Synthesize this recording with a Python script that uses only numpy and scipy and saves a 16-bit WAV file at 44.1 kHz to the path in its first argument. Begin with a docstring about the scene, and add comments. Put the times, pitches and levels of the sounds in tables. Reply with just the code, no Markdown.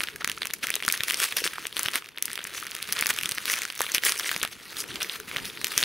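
"""Hands tear and crumple glossy wrapping paper on a cloth-covered table, close to a small stereo microphone.
Creases buckle as sharp snaps: short noise bursts that ring the nearest paper panel.
Tearing fibres and sliding fingers add clumped ticks and hiss, with quick tears cut from the same noise.
The hollow parcel knocks in a few low cycles and rumbles softly on the cloth as filtered noise.
The damped room answers the paper with sparse, fading reflections."""
import sys
import numpy as np
from scipy import signal
from scipy.fft import rfft, irfft
from scipy.io import wavfile
from scipy.ndimage import uniform_filter1d

SR = 44100
rng = np.random.default_rng(int(sys.argv[2]) if len(sys.argv) > 2 else 0)


def master_out(mix):
    """Clip the mix to full scale and print it as 16-bit PCM to the path in sys.argv[1]."""
    frames = np.transpose(np.atleast_2d(mix))
    ceiling = np.clip(frames, -1, 1)
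    pcm = np.round(ceiling * 32767).astype(np.int16)
    wavfile.write(sys.argv[1], SR, pcm)


N = 257544  # length in samples
SPLIT_HZ, EDGE_HZ = 5000, 15750  # where the treble begins, where the microphone's band ends
USUAL_DB = -38.5  # ordinary crackle level; brightness and rumble shift around it


def gain_of(db):
    """Turns decibels into a plain multiplier."""
    return 10 ** (np.asarray(db) / 20)


def evened(x):
    """Scales each row to an average (RMS) strength of 1."""
    return x / np.sqrt(np.mean(x ** 2, -1, keepdims=True) + 1e-20)


def peaked(x):
    """Scales each row so that its highest peak is 1."""
    return x / (abs(x).max(-1, keepdims=True) + 1e-20)


def read(points, hz):
    """Reads a table over pitch, with straight lines on a logarithmic pitch scale."""
    f, value = np.transpose(points)
    return np.interp(np.log(hz + 1), np.log(f + 1), value)


def over_time(points):
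    """Reads a table over time, with straight lines, at every sample."""
    return np.interp(np.arange(N) / SR, *np.transpose(points))


def panned(pan_db):
    """Left and right gains for a sound that is pan_db louder on the left."""
    return gain_of([[pan_db / 2], [-pan_db / 2]])


def treble(x):
    """The part above SPLIT_HZ, without delay, so that x - treble(x) is the part below."""
    taps = signal.firwin(45, SPLIT_HZ, pass_zero=False, fs=SR)
    return signal.oaconvolve(x, taps[None], "same", axes=1)


def place(times, sounds, pan_db):
    """Adds each sound so that its peak falls on its time."""
    size = sounds.shape[1]
    out = np.zeros((2, N + 2 * size))  # spare room at both ends
    for s, sound, pan in zip(times, sounds, pan_db):
        start = round(s * SR) + size - abs(sound).argmax()
        out[:, start:start + size] += panned(pan) * sound
    return out[:, size:size + N]


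def patchy(x, db, frames, bins, size):
    """Lets the colour drift in random patches over time and frequency, as different folds take over."""
    z = signal.stft(x, SR, nperseg=size)[2]
    field = uniform_filter1d(rng.standard_normal(z.shape[1:]), bins, 0)
    field = uniform_filter1d(field, frames, 1)
    return signal.istft(z * gain_of(db * field / field.std()), SR, nperseg=size)[1][:, :N]


def room(x, size=9000):
    """Sparse reflections of random sign, other ones for each side; bass and treble die at their own speeds."""
    taps = np.zeros((2, size))
    # one reflection at a random place in every 22 samples
    at = np.arange(150, size - 22, 22) + rng.integers(0, 22, (2, (size - 151) // 22))
    np.put_along_axis(taps, at, rng.choice([-1., 1.], at.shape), 1)
    t, top = np.arange(size) / SR, treble(taps)
    low_fade, top_fade = gain_of(-60 * t / 0.21), gain_of(-60 * t / 0.2)  # seconds to fall by 60 dB
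    tail = (taps - top) * low_fade + top * top_fade
    return signal.oaconvolve(x, tail / np.linalg.norm(tail[0]), axes=1)[:, :N]


# how strong the rumble is at each pitch, relative: (f/Hz, level/dB per Hz)
RUMBLE_COLOUR = [(12, -42), (20, -15), (81, -3.5), (256, -1.5), (440, -0.5), (567, -12), (792, -14.5),
                 (900, -10), (1170, -15), (1980, -120)]
# how alike the rumble is on the left and right: (f/Hz, likeness 0-1)
RUMBLE_LIKENESS = [(30, 0.1), (130, 0.46), (290, 0.54), (640, 0.98), (1400, 0.25)]
# rubbing on the cloth while the paper is at its usual loudness: (t/s, level/dB)
RUBBING_LEVEL = [(0, -53), (1.1, -56.5), (1.45, -54), (2.05, -59), (3.06, -51.5), (3.7, -58.5),
                 (4.419, -54), (4.6, -57), (5.0, -48), (5.2, -52.5), (5.35, -45.5), (5.84, -54)]
RUB_PER_DB = 0.0436  # dB of extra rumble for each dB of louder paper


def rumble(paper):
    """The parcel and hands rub the cloth: lumpy low noise, less alike left and right in the bass."""
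    hz = np.fft.rfftfreq(N, 1 / SR)
    a, b = rfft(rng.standard_normal((2, N)))
    same = np.clip(read(RUMBLE_LIKENESS, hz), 0, 1)
    right = same * a + np.sqrt(1 - same ** 2) * b
    both = irfft(gain_of(read(RUMBLE_COLOUR, hz)) * np.array([a, right]), N)
    lumpy = evened(patchy(both, db=3, frames=3, bins=7, size=1024))
    power = uniform_filter1d(uniform_filter1d(paper[0] ** 2, 900), 900)
    paper_db = 10 * np.log10(abs(power) + 1e-9)
    pressure_db = over_time(RUBBING_LEVEL) + RUB_PER_DB * (paper_db - USUAL_DB)
    return panned(3) * gain_of(pressure_db) * lumpy


# how far the sideways difference lies under the middle sound: (f/Hz, level/dB)
SIDE_UNDER_MIDDLE = [(300, -18), (700, -11), (1500, -30.5), (3000, -19.5), (5000, -12.5), (9000, -21.5),
                     (14000, -7)]


def capsules(x):
    """Scattering off moving hands reaches the two capsules unequally by pitch, and keeps changing."""
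    hz, t, z = signal.stft(x.mean(0), SR, nperseg=64)
    a, b = uniform_filter1d(rng.standard_normal((2, len(hz), len(t))), 120, axis=2)
    scatter = (a + 1j * b) / np.sqrt(np.mean(a ** 2 + b ** 2))
    amount = gain_of(read(SIDE_UNDER_MIDDLE, hz))[:, None]
    side = signal.istft(z * scatter * amount, SR, nperseg=64)[1][:N]
    return x + np.array([side, -side])


# knocks and pops of the hollow parcel: (start t/s, peak level/dB, f/Hz)
PARCEL_KNOCKS = [(.272, -40, 258), (0.637, -37, 270), (0.878, -32, 270), (1.371, -30, 650),
                 (1.419, -29, 444), (1.455, -27, 413), (1.957, -39, 305), (3.097, -46, 191),
                 (3.491, -48, 230), (3.8055, -25, 480), (3.8061, -16.5, 975), (4.36, -38, 182),
                 (4.427, -34, 433), (4.448, -27, 770), (4.943, -41, 200), (5.028, -35.5, 430),
                 (5.277, -41, 196), (5.358, -52, 264), (5.768, -41, 136)]


def thumps():
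    """A soft push on the hollow parcel: two or three low cycles."""
    s, db, hz = np.transpose(PARCEL_KNOCKS)
    cycles = hz[:, None] * np.arange(1500) / SR
    sounds = peaked(cycles * np.exp(-cycles / 0.59) * np.sin(2 * np.pi * cycles))
    peak_at = s + np.argmax(abs(sounds), 1) / SR  # place() wants the peak, the table gives the start
    return place(peak_at, gain_of(db)[:, None] * sounds, 0.87 + 0 * s)


# paper, table reflection and microphone together: (f/Hz, level/dB)
PAPER_COLOUR = [(18, -11), (30, -47), (404, -0.5), (801, -7), (1220, 1.5), (2060, 4), (3140, 3.5),
                (4910, 1), (6050, 0.5), (7470, -7), (8740, -2), (11100, -2), (14400, -9.5), (16000, -5)]


def coloured(x, size=4096):
    """Filter that never sounds early: its phase follows from the Hilbert transform of the log gain."""
    log_gain = np.log(gain_of(read(PAPER_COLOUR, abs(np.fft.fftfreq(size, 1 / SR)))))
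    taps = np.fft.ifft(np.exp(np.conj(signal.hilbert(log_gain)))).real[:size // 2]
    return signal.oaconvolve(x, taps[None], axes=1)[:, :x.shape[1]]


# how hard the hands work the paper, as loudness of the fine crackle: (t/s, level/dB)
HAND_WORK = [(0, -37), (.15, -52.5), (.28, -49.5), (.36, -48.5), (.6, -52), (.65, -42.5), (.78, -45.5),
             (1.25, -35.5), (1.34, -42), (1.63, -42), (1.72, -51), (1.78, -36), (1.98, -48), (2.03, -50.5),
             (2.15, -57.5), (2.31, -44), (2.56, -44), (2.64, -46), (2.8, -42.5), (2.9, -40), (3.06, -37),
             (3.42, -43), (3.55, -32.5), (3.74, -47.5), (3.81, -37), (3.96, -40), (4.0, -52), (4.06, -28),
             (4.15, -38.5), (4.31, -34), (4.47, -47), (4.62, -49.5), (4.8, -41.5), (4.86, -48), (5.15, -43),
             (5.23, -53), (5.35, -41.5), (5.58, -45.5), (5.84, -33)]


def hands():
    """The work of the hands in dB at every sample."""
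    return over_time(HAND_WORK)


def buckles(hz, turns, crack_ms, size=800, lead=200):
    """Panel ring and crack of each crease: a burst of noise rises quickly, dies away and rings a damped panel."""
    t = (np.arange(size) - lead) / SR
    rise = .25 * np.exp(t / 0.00044) + 0.042 * np.exp(t / 0.0015)
    fall = np.exp(-t * 1000 / crack_ms) + 0.027 * np.exp(-t / 0.016)
    burst = rng.standard_normal((len(hz), size)) * np.where(t < 0, rise, fall)
    burst = signal.lfilter(*signal.butter(1, 600, "high", fs=SR), burst)  # small panels radiate little bass
    after = np.arange(size) / SR
    turns = turns * np.exp(.5 * rng.standard_normal((len(hz), 1)))  # taut panels ring on, crushed ones are dead
    ring = np.exp(-after * hz[:, None] / turns) * np.cos(2 * np.pi * hz[:, None] * after)
    top = treble(burst)
    rung = peaked(signal.fftconvolve(burst, ring, axes=1)[:, :size])
    rung = rung + 0.63 * peaked(burst - top)
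    return peaked(coloured(rung - treble(rung))), peaked(coloured(top))


def small_ticks(clumps, count=40):
    """Many small creases: random picks from a set of buckling sounds, most frequent within the clumps."""
    ring, crack = buckles(np.geomspace(1100, 4800, count), turns=1.0, crack_ms=0.39)
    crack_db = -3 + 5.7 * rng.standard_normal((count, 1))  # some dull, some all crack
    grains = peaked(ring + gain_of(crack_db) * crack)
    happens = rng.random(N) < 1200 * clumps / SR  # about 1200 ticks a second
    size = gain_of(5.4 * np.minimum(rng.exponential(1, N), 3.5)) * happens
    which, pan_db = rng.integers(0, count, N), 0.93 * rng.standard_normal(count)
    ticks = np.zeros((2, N))
    for k in range(count):
        ticks += panned(pan_db[k]) * signal.oaconvolve(size * (which == k), grains[k])[:N]
    return evened(ticks)


def ticks_and_hiss():
    """Small creases, and the hiss of fibres that part too fast to tell apart, in the same clumps."""
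    drift = uniform_filter1d(uniform_filter1d(rng.standard_normal(N), 200), 200)
    clumps = gain_of(3.7 * evened(drift))
    clumps /= clumps.mean()
    noise = coloured(rng.standard_normal((1, N)))
    hiss = evened(patchy(noise, db=3.5, frames=12, bins=8, size=256)) * clumps ** 0.57
    return small_ticks(clumps), hiss


# share of sliding hiss against separate ticks: (t/s, share 0-1)
HISS_SHARE = [(0, 0.28), (1.0, 0.36), (1.25, 0.65), (2.3, 0.08), (2.8, 0.09), (3.55, .5), (3.75, 0.33),
              (4.1, .5), (4.45, 0.28), (4.62, 0.7), (5.0, 0.52), (5.84, 0.62)]
USUAL_BRIGHT_DB, BRIGHTER_PER_DB = -2.5, 0.14  # treble against the rest; harder work is brighter


def crackle(ticks, hiss):
    """Fine crackle: ticks and hiss blended, as loud and as bright as the hands work."""
    smooth = np.clip(over_time(HISS_SHARE), 0, 1)
    paper = np.sqrt(1 - smooth) * ticks + np.sqrt(smooth) * hiss
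    top = treble(paper)
    bright_db = USUAL_BRIGHT_DB + BRIGHTER_PER_DB * (hands() - USUAL_DB)
    return gain_of(hands()) * (evened(paper - top) + gain_of(bright_db) * evened(top))


# quick tears: (start t/s, length t/s, level/dB, flap f/Hz, brightness level/dB, place of the peak 0-1)
QUICK_TEARS = [(0.202, 0.019, -37, 1820, -9, 0.58), (.627, 0.036, -33, 2500, 0, 0.37),
               (0.93, 0.033, -32, 2000, 3, 0.43), (1.072, .045, -33.5, 2800, 4, 0.36),
               (1.171, 0.1, -31.5, 2950, 8.5, 0.58), (1.366, 0.072, -27, 2800, 4.5, 0),
               (1.439, 0.038, -35, 2000, 6.5, 0.48), (1.765, 0.053, -43, 3000, -1, 0.85),
               (1.825, 0.059, -34.5, 2600, -5, 0.56), (1.931, 0.07, -30, 2200, 3.5, 0.33),
               (2.524, 0.087, -41, 2110, 8.5, 0.49), (2.946, 0.073, -35, 1890, -10, 0.5),
               (3.087, 0.026, -25, 1800, 5, 0.69), (3.481, 0.083, -38, 2210, 10, 0.52),
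               (3.935, 0.04, -28.5, 2600, 6.5, 0.46), (4.038, 0.077, -35.5, 1970, 10, 0.42),
               (4.262, 0.025, -39, 1890, 9.5, 0.45), (4.508, 0.041, -49, 1765, 8, .4),
               (4.764, .077, -42, 4460, 12, 0.55), (4.88, 0.14, -44.5, 3230, -11, 0.2),
               (5.002, 0.038, -29, 2380, -0.5, 0.55), (5.059, 0.13, -43, 3020, 0, 0.67),
               (5.274, 0.037, -39, 2200, -3.5, 0.36), (5.445, 0.064, -42, 3000, 5.5, 0.2),
               (5.707, 0.024, -39.5, 2500, 10.5, 0.7), (5.762, 0.048, -38, 3030, 6, .55)]


def rips(ticks, hiss):
    """Each quick tear swells and stops as the strip comes free; the loosened flap rings broadly at its pitch."""
    tear = evened(hiss + 0.87 * ticks)  # dense fibre hiss with separate ticks nearly as strong
    out = np.zeros((2, N))
    for s, length, db, hz, bright_db, peak in QUICK_TEARS:
        start, size = round(s * SR), round(length * SR)
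        fibres = tear[:, start:start + size]
        top = treble(fibres)
        flap = signal.lfilter(*signal.iirpeak(hz, 2.2, SR), fibres)
        # bend time so that the middle of the sine arch falls on the peak
        bend = np.log(.5) / np.log(np.clip(peak, .02, .9))
        swell = np.sin(np.pi * (np.arange(size) / size) ** bend) ** 1.27
        sound = fibres - top + 0.37 * flap + gain_of(bright_db) * top
        out[:, start:start + size] += gain_of(db) * swell * sound
    return out


# the clearest creases: (peak t/s, panel ring level/dB, panel f/Hz, level/dB of the crack above 5 kHz)
CLEAR_CREASES = [(.006, -10.5, 2700, -19.5), (0.015, -34, 2500, -16.5), (0.035, -14.5, 2420, -13),
                 (.038, -13.5, 1640, -14.5), (0.0729, -19, 1790, -40), (0.0865, -15.5, 1670, -28),
                 (0.1606, -24.5, 1630, -19), (0.2208, -23, 1380, -50), (0.2459, -8.5, 1670, -8.5),
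                 (0.2761, -14.5, 3400, -9), (0.2888, -19.5, 1740, -29), (0.2981, -13.5, 1610, -12),
                 (0.3167, -19, 1690, -13.5), (0.3773, -22, 1390, -49), (0.4198, -11.5, 3600, -20),
                 (.432, -15, 2150, -21), (0.4506, -22, 1660, -30), (0.4556, -16, 1320, -14),
                 (0.4709, -20, 2520, -10), (0.4975, -27, 2890, -45), (.5038, -21, 1700, -26),
                 (0.509, -20.5, 3150, -21), (.5365, -20, 2190, -11), (.539, -17.5, 1970, -10),
                 (.642, -17.5, 3040, -21), (.67, -15, 2000, -11.5), (0.6862, -18.5, 1640, -20),
                 (0.6937, -20, 1850, -19), (.7038, -12.5, 2320, -6.5), (.7175, -20, 2860, -35),
                 (.741, -10.5, 3380, -15), (.7552, -16.5, 3440, -6.5), (.7642, -18, 3540, -21),
                 (.8033, -19.5, 2330, -32), (0.8256, -15, 2230, -19.5), (0.8348, -17.5, 3320, -30),
                 (0.8505, -20, 3040, -15), (.8636, -29, 3470, -8), (0.8806, -8, 1420, -8),
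                 (.888, -14, 4300, -7), (.9008, -11.5, 2270, -14), (0.9136, -21, 3320, -14),
                 (0.9247, -19, 5000, -2.5), (.976, -21, 3750, -14), (1.0069, -9, 1770, -18),
                 (1.0356, -14, 2630, -7.5), (1.0831, -14, 1940, -5.5), (1.1005, -11.5, 3030, -10),
                 (1.1087, -10, 2510, -9), (1.1217, -26, 4430, -10), (1.1362, -20, 2170, -14),
                 (1.1438, -15, 2150, -9), (1.189, -29, 2130, -22), (1.2016, -23, 2510, -8.5),
                 (1.2345, -14.5, 3000, -9), (1.3244, -14, 2670, -14), (1.369, -13.5, 1710, -3.5),
                 (1.384, -17, 2860, -15.5), (1.404, -23, 2800, -16), (1.4417, -11.5, 4270, -12.5),
                 (1.4461, -21, 2630, -12), (1.455, -25, 1250, -18), (1.4648, -13.5, 1410, -24),
                 (1.4762, -10.5, 4800, -15), (1.5345, -19, 1660, -24.5), (1.583, -18, 1060, -45),
                 (1.6545, -15.5, 2320, -41), (1.6689, -18.5, 2580, -10.5), (1.727, -23, 3030, -24),
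                 (1.768, -11.5, 3500, -11.5), (1.7942, -20, 1390, -6.5), (1.8322, -23, 2930, -6),
                 (1.86, -10, 3100, -13), (1.8849, -8, 3200, -13), (1.9357, -17, 4500, -17),
                 (1.957, -10, 2240, -6), (2.0232, -25, 1240, -38), (2.0442, -31, 2280, -31),
                 (2.06, -28, 2310, -32), (2.089, -29, 2270, -31), (2.1754, -20.5, 2920, -38),
                 (2.184, -20, 2260, -19.5), (2.2255, -16.5, 3100, -4.5), (2.256, -27, 4070, -8.5),
                 (2.2812, -19, 1620, -20), (2.303, -23, 1760, -22), (2.316, -25, 4950, -19),
                 (2.332, -23, 1370, -14.5), (2.3563, -20.5, 3470, -15.5), (2.3773, -16, 1830, -21.5),
                 (2.3914, -21, 1980, -29), (2.4417, -38, 1980, -15), (2.4519, -19.5, 2030, -42),
                 (2.4713, -24, 2100, -18), (2.601, -36, 1230, -21), (2.609, -29, 2800, -22),
                 (2.6271, -22, 1270, -40), (2.6345, -35, 1550, -20), (2.668, -22.5, 1820, -17.5),
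                 (2.7178, -19, 3540, -33), (2.751, -19, 3750, -13), (2.7655, -24.5, 1980, -18),
                 (2.827, -16.5, 4200, -13.5), (2.925, -15, 2050, -0.5), (2.9308, -18.5, 1620, -11),
                 (2.9867, -17.5, 1800, -26), (2.9909, -13.5, 2760, -10), (3.011, -19, 2540, -6.5),
                 (3.025, -7, 2360, -14), (3.0595, -12.5, 1590, -13), (3.0688, -17, 2240, -5),
                 (3.0913, -21, 3210, -11), (3.103, -13, 1290, -14), (3.1066, -9, 1880, -23),
                 (3.139, -44, 4690, -17), (3.164, -39, 1810, -14), (3.188, -11, 2130, -9.5),
                 (3.212, -19, 2070, -15), (3.2337, -15.5, 2600, -11), (3.2583, -12.5, 3400, -12),
                 (3.2921, -17, 4160, -8), (3.3127, -19, 5100, -8), (3.3198, -14, 4300, -14),
                 (3.3776, -20, 1600, -38), (3.3828, -11, 1840, -19), (3.4561, -15, 4130, -12),
                 (3.4816, -21, 1440, -11), (3.4994, -10.5, 1870, -12), (3.519, -18, 2150, -11),
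                 (3.5389, -11.5, 2230, -15), (3.619, -18, 2190, -13), (3.634, -22, 5000, -17),
                 (3.6526, -17, 1470, -13.5), (3.702, -17, 4070, -20), (3.7244, -25, 2300, -20),
                 (3.7533, -36, 3340, -22), (3.7776, -39, 1420, -17), (3.7924, -22, 2300, -16),
                 (3.8016, -24, 3160, -22), (3.8065, -12.5, 1100, -8), (3.8174, -14, 1800, -4.5),
                 (3.839, -24, 3100, -23), (3.8663, -19, 2400, -35), (3.9193, -29, 3050, -11),
                 (3.948, -7.5, 3060, -1), (3.982, -8, 2560, -11.5), (4.0367, -10.5, 1900, -11),
                 (4.051, -25, 2280, -2.5), (4.0955, -14, 2070, -14), (4.1215, -12, 2980, -8),
                 (4.1763, -38, 1790, -21), (4.19, -35, 3840, -11.5), (4.1976, -15, 1210, -9),
                 (4.2706, -26, 3050, -25), (4.2928, -11, 1950, -13.5), (4.3152, -14, 1580, -11),
                 (4.329, -24, 1650, -14), (4.3635, -13, 3230, -13), (4.416, -14.5, 2980, -36),
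                 (4.4303, -13.5, 1560, -6.5), (4.435, -12, 1800, -20), (4.4505, -12, 1310, -16),
                 (4.4763, -25, 1850, -23), (4.7688, -19.5, 3700, -19), (4.8045, -43, 1720, -13),
                 (4.8403, -22.5, 1580, -21), (4.917, -23.5, 3300, -37), (4.958, -19.5, 2400, -22),
                 (5.0047, -23, 3120, -23), (5.03, -38, 1550, -9), (5.0465, -20, 2270, -22),
                 (5.0969, -13, 3650, -23), (5.201, -24.5, 1500, -19.5), (5.2943, -36, 3320, -23),
                 (5.3144, -19, 2260, -34), (5.363, -12.5, 1880, -22), (5.3687, -12.5, 3160, -15.5),
                 (5.384, -18, 1490, -32), (5.4007, -24.5, 2860, -28), (5.4547, -20, 4030, -19),
                 (5.5744, -20, 1910, -45), (5.6149, -23, 2030, -18), (5.645, -8.5, 2950, -4.5),
                 (5.6695, -17, 3540, -11.5), (5.7784, -8.5, 3540, -0.5), (5.8058, -36, 1510, -13),
                 (5.8124, -24, 3280, -13), (5.8288, -7, 3230, -11), (5.8371, -8, 4390, -15)]
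SMALL_PER_S = 30  # small creases a second
SMALL_OVER_DB, SMALL_SPREAD_DB = 10, 2  # how far they stand over the crackle, and how much that varies
SMALL_CRACK_DB = 5.5  # their crack over their ring, on average


def creases():
    """The listed creases, then small ones at random moments, as strong as the hands work just then."""
    when, where = rng.random((round(SMALL_PER_S * N / SR), 2)).T
    strength, colour = rng.standard_normal((len(when), 2)).T
    db = hands()[(when * N).astype(int)] + SMALL_OVER_DB + SMALL_SPREAD_DB * strength
    ring_db, crack_db = db - 4 * colour, db + SMALL_CRACK_DB + 4 * colour
    small = np.array([when * N / SR, ring_db, 1300 * 3.9 ** where, crack_db])
    return np.hstack([np.transpose(CLEAR_CREASES), small])


def snaps():
    """Each crease, somewhere on the parcel; the hollow parcel answers with a faint low puff."""
    s, db, hz, crack_db = creases()
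    ring, crack = buckles(hz, turns=0.86, crack_ms=0.25)
    puff_hz = 330 * np.exp(0.4 * rng.standard_normal((len(s), 1)))
    cycles = puff_hz * np.arange(ring.shape[1]) / SR
    puff = peaked(cycles * np.exp(-cycles / 0.4) * np.sin(2 * np.pi * cycles))
    sounds = gain_of(db)[:, None] * (ring + gain_of(-29) * puff)
    sounds = sounds + gain_of(crack_db)[:, None] * crack
    return place(s, sounds, 1.4 * rng.standard_normal(len(s)))


def scene():
    """The paper as the two capsules hear it, its room echo, and the rumble on the cloth."""
    ticks, hiss = ticks_and_hiss()
    paper = thumps() + crackle(ticks, hiss) + rips(ticks, hiss) + snaps()
    return gain_of(-19) * room(paper) + rumble(paper) + capsules(paper)


def record(dry):
    """The left capsule is a little brighter than the right; then everything above EDGE_HZ is cut."""
    mic = dry + np.array([[.08], [-.08]]) * treble(dry)
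    taps = signal.firwin(511, EDGE_HZ, window=("kaiser", 9), fs=SR)
    return signal.oaconvolve(mic, taps[None], "same")


dry = scene()
out = record(dry)
master_out(out)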